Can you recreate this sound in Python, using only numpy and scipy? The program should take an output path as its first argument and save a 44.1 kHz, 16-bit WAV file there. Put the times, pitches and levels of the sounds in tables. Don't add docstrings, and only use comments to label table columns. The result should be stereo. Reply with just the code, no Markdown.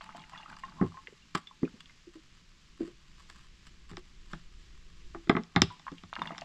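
import sys
import numpy as np
from scipy import signal
from scipy.fft import rfft, irfft
from scipy.io import wavfile

SR = 44100
rng = np.random.default_rng(int(sys.argv[2]) if len(sys.argv) > 2 else 0)


def persist_wave(psi):
    counts = np.round(np.clip(psi, -1, 1) * 32767).astype(np.int16)
    wavfile.write(sys.argv[1], SR, np.atleast_2d(counts).T)


N = 284004
TIME = np.arange(N) / SR
EVENT_TIME = TIME[:SR // 4]
BIN_HZ = np.arange(N // 2 + 1) * SR / N


def from_db(db):
    return 10 ** (np.asarray(db) / 20)


def unit_rms(x):
    return x / np.sqrt(np.mean(x ** 2) + 1e-20)


def burst(x, db=0):
    return from_db(db) * x / np.sqrt(np.sum(x ** 2) / (SR / 100) + 1e-20)


def fade(t60_s, t=EVENT_TIME):
    return np.exp(-np.log(1000) * t / t60_s)


def at_hz(points, hz):
    point_hz, values = np.transpose(points)
    return np.interp(np.log(hz + 1), np.log(point_hz), values)


def add(out, start_s, sound):
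    at = max(round(start_s * SR), 0)
    out[at:at + len(sound)] += sound[:N - at]


def butter(x, hz, kind, order=2):
    return signal.sosfilt(signal.butter(order, hz, kind, fs=SR, output="sos"), x + 1e-18)


def resonate(x, modes):
    out = 0
    for k, (hz, width_hz, db) in enumerate(modes):
        r = np.exp(-np.pi * width_hz / SR)
        feedforward = np.array([1, 0, -1]) * (1 - r * r) / 2
        feedback = [1, -2 * r * np.cos(2 * np.pi * hz / SR), r * r]
        out = out + (-1) ** k * from_db(db) * signal.lfilter(feedforward, feedback, x + 1e-18)
    return out


def tilt_db(modes, db_per_octave):
    hz = np.array(modes)[:, 0]
    return db_per_octave * np.log2(hz / hz[0])


def event_noise():
    return rng.standard_normal(len(EVENT_TIME))


def drift(knots_per_s):
    knots = rng.standard_normal(2000)
    return unit_rms(np.interp(TIME * knots_per_s, np.arange(len(knots)), knots))


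def slosh(depth, cutoff_hz):
    return 1 + depth * unit_rms(butter(event_noise(), cutoff_hz, "low"))


def ticks(per_s, spread_db):
    sizes = from_db(spread_db * np.minimum(rng.exponential(1, N), 3.5)) * rng.choice([-1, 1], N)
    return unit_rms(sizes * (rng.random(N) < per_s / SR))


def bubble(hz, t60_s, swell_s, climb, t=EVENT_TIME):
    envelope = (1 - np.exp(-(t / swell_s) ** 2)) * fade(t60_s, t)
    pitch_hz = hz * (1 + climb * np.minimum(t / t60_s, 1))
    return envelope / envelope.max() * np.sin(2 * np.pi * np.cumsum(pitch_hz) / SR)


# frequency in Hz, left-right correlation of the background noise.
NOISE_CORRELATION = [(60, 0.96), (160, 0.87), (430, 0.45), (1170, 0.31), (3150, 0.45), (8490, 0.047)]


def stereo_noise(spectrum):
    mid, side = rfft(rng.standard_normal((2, N))) * from_db(at_hz(spectrum, BIN_HZ))
    alike = at_hz(NOISE_CORRELATION, BIN_HZ)
    return unit_rms(irfft(np.sqrt(1 + alike) * mid + np.sqrt(1 - alike) * side * [[1], [-1]], N))


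# frequency in Hz, relative spectral density in dB.
LEAF_SPECTRUM = [(100, 8.5), (170, 14), (330, 0.5), (480, -5), (750, -8.5), (1150, -4.5), (1900, 0.5),
                 (3000, 1.5), (5000, -1.5), (7400, -6), (8800, -21), (11500, -24), (13500, -37),
                 (15000, -50.5)]


def leaves(level_db=-61.5, waver_db=0.8):
    return from_db(level_db + waver_db * drift(knots_per_s=8)) * stereo_noise(LEAF_SPECTRUM)


# time in seconds, relative level in dB.
BREEZE_LEVELS = [(0.0, -64), (0.39, -67.5), (0.75, -61), (1.11, -73.5), (2.46, -62), (2.6, -70),
                 (2.73, -61.5), (4.03, -57), (5.15, -53), (5.38, -68), (6.22, -65.5), (6.44, -66)]
# frequency in Hz, relative spectral density in dB.
BREEZE_SPECTRUM = [(15, 1.5), (25, 5), (42, -5), (60, -3), (100, -20), (170, -18), (260, -37.5), (340, -21),
                   (460, -34.5), (800, -71), (8000, -110)]


def breeze(gain_db=4):
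    level_db = np.interp(TIME, *np.transpose(BREEZE_LEVELS))
    return from_db(level_db + gain_db) * stereo_noise(BREEZE_SPECTRUM)


# frequency in Hz, relative echo gain in dB.
SCATTER_SPECTRUM = [(80, -17), (170, -9), (550, 6), (1100, 6.5), (2500, 3.5), (3800, 9), (5300, 2.5),
                    (6400, -5), (8000, 11)]


def woods_echo(x, level_db=-17.5, far_t60_s=0.46, near_t60_s=0.069, near_db=20, build_s=0.002):
    t = TIME[:SR]
    colour = from_db(at_hz(SCATTER_SPECTRUM, np.arange(SR // 2 + 1)))
    scatter = irfft(rfft(rng.standard_normal((2, SR))) * colour, SR)
    decay = fade(far_t60_s, t) + from_db(near_db) * fade(near_t60_s, t)
    mid, side = butter(scatter, 5000, "low") * decay * (1 - np.exp(-t / build_s))
    response = mid + np.array([[0.5], [-0.5]]) * side
    response /= np.sqrt(np.sum(response[0] ** 2))
    return from_db(level_db) * signal.fftconvolve(x[None], response, axes=1)[:, :N]


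def rock_bounce(x, delay_s=0.00055, gain=0.85):
    return (x + gain * np.interp(TIME - delay_s, TIME, x, left=0)) / np.hypot(1, gain)


def place_right(x, lag_s=0.00004, max_phase_rad=1.3, shelf_hz=6000, shelf_depth=0.59):
    shelf = 1 - shelf_depth / (1 + (shelf_hz / (BIN_HZ + 1)) ** 4)
    phase_rad = max_phase_rad * np.tanh(2 * np.pi * BIN_HZ * lag_s / max_phase_rad)
    return np.array([irfft(rfft(x) * np.exp(-1j * phase_rad) * shelf, N), x])


# centre time in seconds, length in seconds, level in dB.
CRACKLE_BURSTS = [(0.043, 0.012, -51.5), (0.168, 0.0093, -53), (0.298, 0.0072, -51.5),
                  (0.501, 0.0046, -51.5), (0.594, .017, -59), (0.893, 0.13, -67.5), (1.173, 0.02, -70),
                  (1.353, 0.0091, -32.5), (1.382, 0.015, -50), (1.806, 0.0099, -56), (2.155, 0.027, -62.5),
                  (2.84, 0.12, -63.5), (2.879, 0.019, -57), (3.207, 0.041, -60), (3.306, 0.033, -57),
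                  (3.406, 0.12, -64), (3.672, 0.017, -55.5), (3.907, 0.027, -56.5), (3.986, 0.012, -52),
                  (4.324, 0.077, -60.5), (5.723, .008, -54), (6.198, 0.0063, -43.5), (6.26, 0.0077, -63)]
# frequency in Hz, width in Hz, relative gain in dB.
CREASE_MODES = [(1107, 192, 5), (1790, 420, 1.5), (2910, 400, 0.5), (4730, 470, -1), (7510, 600, -3),
                (9300, 2100, -17.5), (12200, 1300, -22.5)]


def crinkles(idle_db=-71):
    envelope = sum(from_db(db) * np.exp(-(2 * (TIME - centre_s) / length_s) ** 2)
                   for centre_s, length_s, db in CRACKLE_BURSTS)
    creases = resonate(ticks(per_s=450, spread_db=4), CREASE_MODES)
    return (envelope + from_db(idle_db)) * unit_rms(creases)


# start in seconds, level in dB.
ROCK_THUDS = [(0.826, -30.5), (1.63, -67), (5.562, -27), (5.621, -28.5)]


def thuds(band_hz=(72, 135), t60_s=0.16):
    out = np.zeros(N)
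    for start_s, db in ROCK_THUDS:
        add(out, start_s, burst(butter(event_noise() * fade(t60_s), band_hz, "band"), db))
    return out


def spatter(per_s, low_hz, high_hz, t60_cycles, spread_db):
    out = np.zeros(N)
    for when, pitch, size in rng.random((int(per_s * N / SR), 3)):
        hz = low_hz * (high_hz / low_hz) ** pitch
        db = spread_db * min(-np.log(1 - size), 3)
        ring = bubble(hz, t60_cycles / hz, swell_s=0.5 / hz, climb=0.073, t=TIME[:SR // 25])
        add(out, when * TIME[-1], from_db(db) * ring)
    return unit_rms(out)


# start in seconds, length in seconds, then splashing, drumming and spray levels in dB.
WATER_SPURTS = [(.01, 0.088, -57.5, -60.5, -70.5), (0.14, 0.11, -59, -57.5, -75),
                (0.314, 0.12, -54.5, -65.5, -72), (0.48, 0.035, -54, -54, -72),
                (0.623, 0.064, -59, -59, -75), (0.729, 0.13, -71, -56.5, -73),
                (6.177, 0.092, -55, -48.5, -67), (6.304, 0.16, -61.5, -61, -80)]
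# frequency in Hz, width in Hz, relative gain in dB.
DRUM_MODES = [(170.7, 31, 10), (343, 125, -10.5), (660, 170, -11.5)]


def stream(attack_s=0.011, release_t60_s=0.31):
    gurgle = spatter(per_s=250, low_hz=780, high_hz=2400, t60_cycles=32, spread_db=2.4)
    impacts = ticks(per_s=1100, spread_db=3.5)
    patter = unit_rms(butter(impacts, [750, 2200], "band", order=4))
    fizz = spatter(per_s=300, low_hz=2400, high_hz=5200, t60_cycles=55, spread_db=2.5)
    droplets = spatter(per_s=220, low_hz=3200, high_hz=8000, t60_cycles=30, spread_db=2.5)
    mist = unit_rms(butter(ticks(per_s=700, spread_db=3), [6000, 10500], "band", order=3))
    drum = unit_rms(butter(resonate(impacts, DRUM_MODES), 660, "low"))
    splash = from_db(-1) * gurgle + from_db(-9) * patter + from_db(-10) * fizz
    spray = droplets + from_db(-9) * mist
    out = np.zeros(N)
    for start_s, length_s, splash_db, drum_db, spray_db in WATER_SPURTS:
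        t = TIME - start_s
        flow = np.clip(t / attack_s, 0, 1) * fade(release_t60_s, np.maximum(t - length_s, 0))
        out += flow * (from_db(splash_db) * splash + from_db(drum_db) * drum + from_db(spray_db) * spray)
    return out


# start in seconds, bubble pitch in Hz, level in dB, T60 in seconds,
# fractional pitch climb, splash in dB relative to the level.
WATER_DROPS = [(0.0089, 1100, -42, 0.048, 0.099, -5), (0.012, 2100, -42, .025, .1, -11.5),
               (0.019, 4080, -43.5, 0.016, 0.22, -16), (0.091, 1190, -40, 0.028, 0.19, -13),
               (.103, 1430, -46.5, 0.017, .2, -20), (0.127, 1940, -51, .015, .2, -16),
               (.1466, 1090, -46, .03, 0.11, -18), (0.165, 1150, -61, 0.017, .2, -20),
               (.179, 1330, -42, 0.015, .1, -22), (0.194, 3270, -52, 0.069, 0.081, -16),
               (.218, 3760, -49.5, .014, .2, -12), (0.2383, 1980, -43.5, 0.021, 0.18, -14),
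               (0.2974, 1100, -50, 0.013, .2, -13), (0.333, 1060, -41.5, 0.059, 0.22, -12),
               (0.348, 1860, -47, .04, 0.09, -16), (0.358, 1360, -41.5, 0.021, .14, -9.5),
               (0.376, 3400, -48.5, 0.081, 0.046, -6), (.401, 1120, -48, 0.029, 0.091, -26),
               (.43, 2550, -44.5, 0.018, 0.28, -18), (0.459, 1190, -40.5, 0.016, .15, -16.5),
               (.4808, 1350, -48, 0.018, .1, -23), (0.4955, 1290, -47, 0.018, .15, -22),
               (0.5274, 1487, -42.5, 0.028, 0.12, -8), (.566, 4600, -46, 0.018, 0.11, -14),
               (0.568, 1140, -48, 0.01, .3, -4), (0.6351, 1060, -34, 0.059, 0.036, -16),
               (0.637, 1820, -33, 0.026, 0.11, -28), (.651, 3650, -49.5, 0.033, .05, -9),
               (0.6814, 1090, -47, 0.066, .1, -15), (.696, 4530, -56, .015, .1, -12),
               (0.7202, 1130, -54, .04, .1, -3), (.768, 1140, -49, 0.04, .05, -16),
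               (0.784, 1069, -47, 0.072, 0.056, -19), (.796, 1045, -40, .06, .04, -24),
               (0.834, 1080, -39, .05, .04, -28), (0.86, 1045, -45, 0.042, .04, -19),
               (.92, 1140, -47, 0.036, 0.13, -30), (0.942, 1028, -49, 0.14, 0.046, -15),
               (0.9703, 1068, -36, 0.083, 0.024, -16), (1.0717, 1980, -32, 0.023, 0.15, -18),
               (1.222, 2770, -56.5, 0.041, .02, -20), (1.471, 3480, -40.5, 0.069, 0.028, -15.5),
               (1.5105, 1050, -47, 0.033, .06, -32), (1.651, 2450, -45.5, 0.033, 0.051, -14),
               (1.677, 1425, -42.5, 0.021, .1, -21), (1.8046, 3340, -46.5, 0.043, 0.092, -12),
               (1.8578, 3310, -43.5, 0.019, 0.12, -21), (1.8958, 2060, -52, 0.037, .08, -10),
               (3.202, 1086, -57, 0.069, 0.078, -19), (5.702, 986, -42, 0.14, 0.026, -9.5),
               (5.8669, 1083, -34.5, 0.08, 0.063, -11.5), (5.8801, 1093, -32, 0.044, .08, -7.5),
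               (5.982, 3100, -41, 0.022, 0.055, -17), (6.1289, 1120, -28, 0.0029, 0.23, -13.5),
               (6.136, 3500, -39, 0.0091, .3, -11.5), (6.1544, 2440, -32.5, 0.0063, 0.56, -11),
               (6.1642, 1095, -30.5, 0.023, 1.9, -7.5), (6.186, 950, -36.5, 0.024, .3, -17),
               (6.193, 2580, -41.5, 0.0087, 0.35, -7.5), (6.195, 1250, -43, 0.012, 0.36, -8),
               (6.2179, 1010, -21.5, 0.0059, 0.19, -14.5), (6.219, 3600, -38, 0.027, 0.015, -13.5),
               (6.226, 940, -41, 0.039, .03, -12), (6.235, 1500, -41, 0.0094, .4, -10),
               (6.245, 1290, -46, .01, 0.36, -11), (6.2558, 1800, -30, 0.015, 0.33, -21),
               (6.262, 790, -38, .012, .4, -12), (6.273, 3470, -36, .022, 0.028, -17),
               (6.273, 1390, -39, 0.02, 0.35, -7), (6.274, 2770, -43, 0.018, 0.065, -24),
               (6.293, 1970, -39, 0.014, 0.23, -18), (6.305, 690, -39, 0.027, .1, -18),
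               (6.3065, 1170, -40, 0.033, 0.2, -6), (6.3184, 1880, -38.5, 0.012, .3, -19),
               (6.324, 620, -44, 0.04, 0.79, -8), (6.348, 1500, -47.5, 0.0089, .5, -2.5),
               (6.357, 1900, -50, .01, .4, -6), (6.365, 750, -48, .015, .3, -8),
               (6.411, 4300, -42.5, 0.015, 0.22, -8), (6.4177, 700, -37, 0.036, .1, -22),
               (6.417, 1780, -46, 0.027, 0.27, -2.5)]


def drops(splash_t60_s=0.027):
    out = np.zeros(N)
    for start_s, hz, db, t60_s, climb, splash_db in WATER_DROPS:
        splash = event_noise() * fade(min(splash_t60_s, t60_s))
        splash = butter(splash, [0.42 * hz, 1.51 * hz], "band", order=3)
        splash = butter(splash, 926, "high", order=4)
        ring = bubble(hz, t60_s, swell_s=1.06 / hz, climb=climb) * slosh(depth=0.54, cutoff_hz=85)
        add(out, start_s, from_db(db) * (ring + burst(splash, splash_db)))
    return out


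def drop_knocks(gain_db=1, level_slope=0.77, db_per_octave=-12.5):
    out = np.zeros(N)
    for start_s, hz, db, *_ in WATER_DROPS:
        knock_db = gain_db + level_slope * (db + 40) + db_per_octave * np.log2(hz / 1000)
        add(out, start_s, [from_db(knock_db)])
    return out


def bottle_air(push, start_hz=871, climb_hz_per_s=4.1, waver_hz=10.6, width_hz=4.8):
    hz = start_hz + climb_hz_per_s * TIME + waver_hz * drift(knots_per_s=25)
    carrier = np.exp(2j * np.pi * np.cumsum(hz) / SR)
    r = np.exp(-np.pi * width_hz / SR)
    return 2 * np.real(carrier * signal.lfilter([1 - r], [1, -r], push / carrier + 1e-18))


# frequency in Hz, width in Hz, gain in dB.
LOWER_WALL_MODES = [(677, 32, -8), (1770, 330, -10), (2816, 55, 7), (3460, 52, -20.5)]


def lower_bottle(stream_push_db=13):
    pouring = stream()
    water = drops() + pouring
    push = drop_knocks() + from_db(stream_push_db) * pouring
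    return water + resonate(water, LOWER_WALL_MODES) + bottle_air(push)


# start in seconds, level in dB, bubble pitch in Hz, T60 in seconds.
AIR_GLUGS = [(0.147, -43.5, 708, 0.083), (.813, -28.5, 390, 0.046), (.829, -31, 392, 0.038),
             (1.081, -49.5, 438, 0.017), (1.124, -48, 402, 0.026), (1.617, -45.5, 302, 0.032),
             (1.63, -28, 392, 0.056), (1.642, -29.5, 295, 0.041), (1.738, -44, 215, 0.025),
             (2.069, -45.5, 344, 0.11), (2.153, -43, 318, 0.13), (2.793, -47, 317, .08),
             (2.804, -23, 327.3, 0.14), (2.876, -39.5, 346.4, 0.08), (3.971, -41, 358.4, 0.1),
             (5.144, -39.5, 331.4, 0.2), (5.385, -31.5, 219, 0.1), (5.92, -36.5, 270, 0.05),
             (6.187, -39.5, 333, 0.04), (6.32, -37.5, 290, 0.011)]


def glugs(swell_cycles=1.27, churn_db=-15, splash_db=-32):
    out = np.zeros(N)
    for start_s, db, hz, t60_s in AIR_GLUGS:
        swell_s = swell_cycles / hz
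        stir = event_noise() * (1 - np.exp(-EVENT_TIME / swell_s))
        churn = butter(stir * fade(t60_s=0.092), [170, 490], "band", order=4)
        splash = butter(stir * fade(t60_s=0.27), [1000, 2600], "band")
        ring = bubble(hz, t60_s, swell_s, climb=0.024) * slosh(depth=0.36, cutoff_hz=69)
        add(out, start_s, from_db(db) * (ring + burst(churn, churn_db) + burst(splash, splash_db)))
    return out


# frequency in Hz, relative level in dB, T60 in seconds.
BODY_MODES = [(86, -13, 0.22), (168, -7.5, 0.2), (195, 5, 0.058), (235.7, -13.5, 0.12), (326, 3.5, 0.058),
              (379, 0, 0.071)]


def hollow_ring(db_per_octave, spread_db=3.0, detune=0.047, attack_s=0.0076):
    offsets_db = tilt_db(BODY_MODES, db_per_octave) + spread_db * rng.standard_normal(len(BODY_MODES))
    bends = 1 + detune * rng.standard_normal(len(BODY_MODES))
    ring = 0
    for (hz, db, t60_s), offset_db, bend in zip(BODY_MODES, offsets_db, bends):
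        envelope = from_db(db + offset_db) * fade(t60_s) * slosh(depth=0.44, cutoff_hz=55)
        ring = ring + envelope * np.sin(2 * np.pi * hz * bend * EVENT_TIME)
    return butter(ring * (1 - np.exp(-EVENT_TIME / attack_s)), 135, "high")


def crease_flip(modes, peak_s, tail_db, tail_t60_s, click):
    tear = EVENT_TIME / peak_s * np.exp(1 - EVENT_TIME / peak_s)
    force = (tear + from_db(tail_db) * fade(tail_t60_s)) * rng.choice([-1, 1], len(EVENT_TIME))
    force[round(peak_s * SR)] += click * np.sqrt(np.sum(force ** 2))
    return resonate(force, modes)


# frequency in Hz, width in Hz, relative gain in dB.
WALL_LOW_MODES = [(675, 170, -7), (832, 127, -4), (1141, 152, 0.5), (1465, 530, -2.5), (1670, 210, 0),
                  (2016, 130, -5)]
WALL_MID_MODES = [(2390, 280, 0.2), (2740, 210, 2.8), (3600, 1800, -2.5)]
WALL_HIGH_MODES = [(5150, 700, 0), (7400, 1000, -12), (8650, 900, -18)]


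def wall_crack(sharp_db, click_from_db=-1.5, click_per_db=5):
    click = click_per_db * max(sharp_db - click_from_db, 0)
    low_modes = np.array(WALL_LOW_MODES, float)
    low_modes[:, 2] += tilt_db(low_modes, db_per_octave=0.15 * sharp_db)
    low = crease_flip(low_modes, peak_s=0.001, tail_db=-9, tail_t60_s=0.095, click=0.6 + click)
    mid = crease_flip(WALL_MID_MODES, peak_s=0.0005, tail_db=-8, tail_t60_s=0.066, click=0.5 + click)
    high = crease_flip(WALL_HIGH_MODES, peak_s=0.0005, tail_db=-22, tail_t60_s=0.05, click=1.5 + click)
    low = burst(butter(low, [520, 2600], "band", order=4))
    mid = burst(butter(mid, [1900, 4400], "band"), sharp_db)
    high = burst(butter(high, 3800, "high"), 2 * sharp_db - 3)
    top = from_db(-16.5 + 0.2 * sharp_db) * butter(high, [8000, 11000], "band")
    return low, mid + butter(high, 8300, "low", order=8) + top


# start in seconds, then ring, heave and crack levels in dB,
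# sharpness in dB per wall register, ring tilt in dB per octave.
WALL_BUCKLES = [(0.812, -22.5, -26.5, -34.5, -57, -3), (0.823, -25, -22, -39.5, -68, 5.5),
                (.835, -32.5, -36, -56, -47, 2), (0.851, -37, -37, -56, -25, -8),
                (1.3497, -31.5, -32, -28, -7, 2), (1.374, -67, -60, -51, -1, 4),
                (1.63, -28, -22.5, -46, -26, 5.5), (2.809, -37.5, -49, -66, -9, 0.5),
                (3.299, -68, -66, -58.5, 0, 13), (3.668, -79, -75, -65.5, 3, 0),
                (3.902, -56, -69, -57, -12, -3), (3.914, -42, -49, -56.5, -5, -9),
                (3.931, -55, -60, -56, -11, -1), (3.969, -70, -62, -46, -1, 11),
                (4.3321, -38.5, -52, -39.5, -9, -4), (5.146, -40.5, -71, -42, -28, 10),
                (5.272, -41.5, -57, -54.5, -12, 5), (5.295, -22.5, -16.5, -20.5, -10, 4.5),
                (5.31, -46, -50, -47, -26, 17), (5.325, -41, -33, -44, -22, 12),
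                (5.35, -30.5, -27.5, -33.5, -30, 3), (5.366, -27.5, -29, -28.5, -16, -0.5),
                (5.375, -39, -34, -42, -45, 0), (5.435, -69, -73, -63.5, 5, -6),
                (5.551, -47, -51, -50.5, -25, -2), (5.561, -20, -23, -21.5, -8, -6),
                (5.6182, -26, -20, -25, 4, 6), (5.795, -69, -67, -57.5, -1.5, -8),
                (5.917, -40.5, -45, -55.5, -3.5, -4), (6.035, -45, -53.5, -51, -6.5, -12.5),
                (6.38, -71, -58, -46, 0, -19), (6.387, -71, -72, -59, 4, -4)]


def buckles(heave_hz=271, heave_peak_s=0.0036):
    pops, snaps = np.zeros((2, N))
    heave_envelope = (EVENT_TIME / heave_peak_s * np.exp(-EVENT_TIME / heave_peak_s)) ** 4
    heave = heave_envelope * np.sin(2 * np.pi * heave_hz * EVENT_TIME)
    for start_s, ring_db, heave_db, crack_db, sharp_db, db_per_octave in WALL_BUCKLES:
        ring = hollow_ring(db_per_octave)
        crack, snap = wall_crack(sharp_db)
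        add(pops, start_s, burst(ring, ring_db) + burst(heave, heave_db) + from_db(crack_db) * crack)
        add(snaps, start_s, from_db(crack_db) * snap)
    return pops, snaps


def scene(snap_echo_db=2):
    water = lower_bottle()
    pops, snaps = buckles()
    bottles = pops + thuds() + glugs() + crinkles() + water
    background = (breeze() + leaves()) * from_db([[0.5], [-0.5]])
    direct = place_right(bottles + rock_bounce(snaps))
    return direct + woods_echo(bottles + from_db(snap_echo_db) * snaps) + background


def record(dry):
    return signal.sosfilt(signal.cheby2(12, 70, 17500, fs=SR, output="sos"), dry)


dry = scene()
out = record(dry)
persist_wave(out)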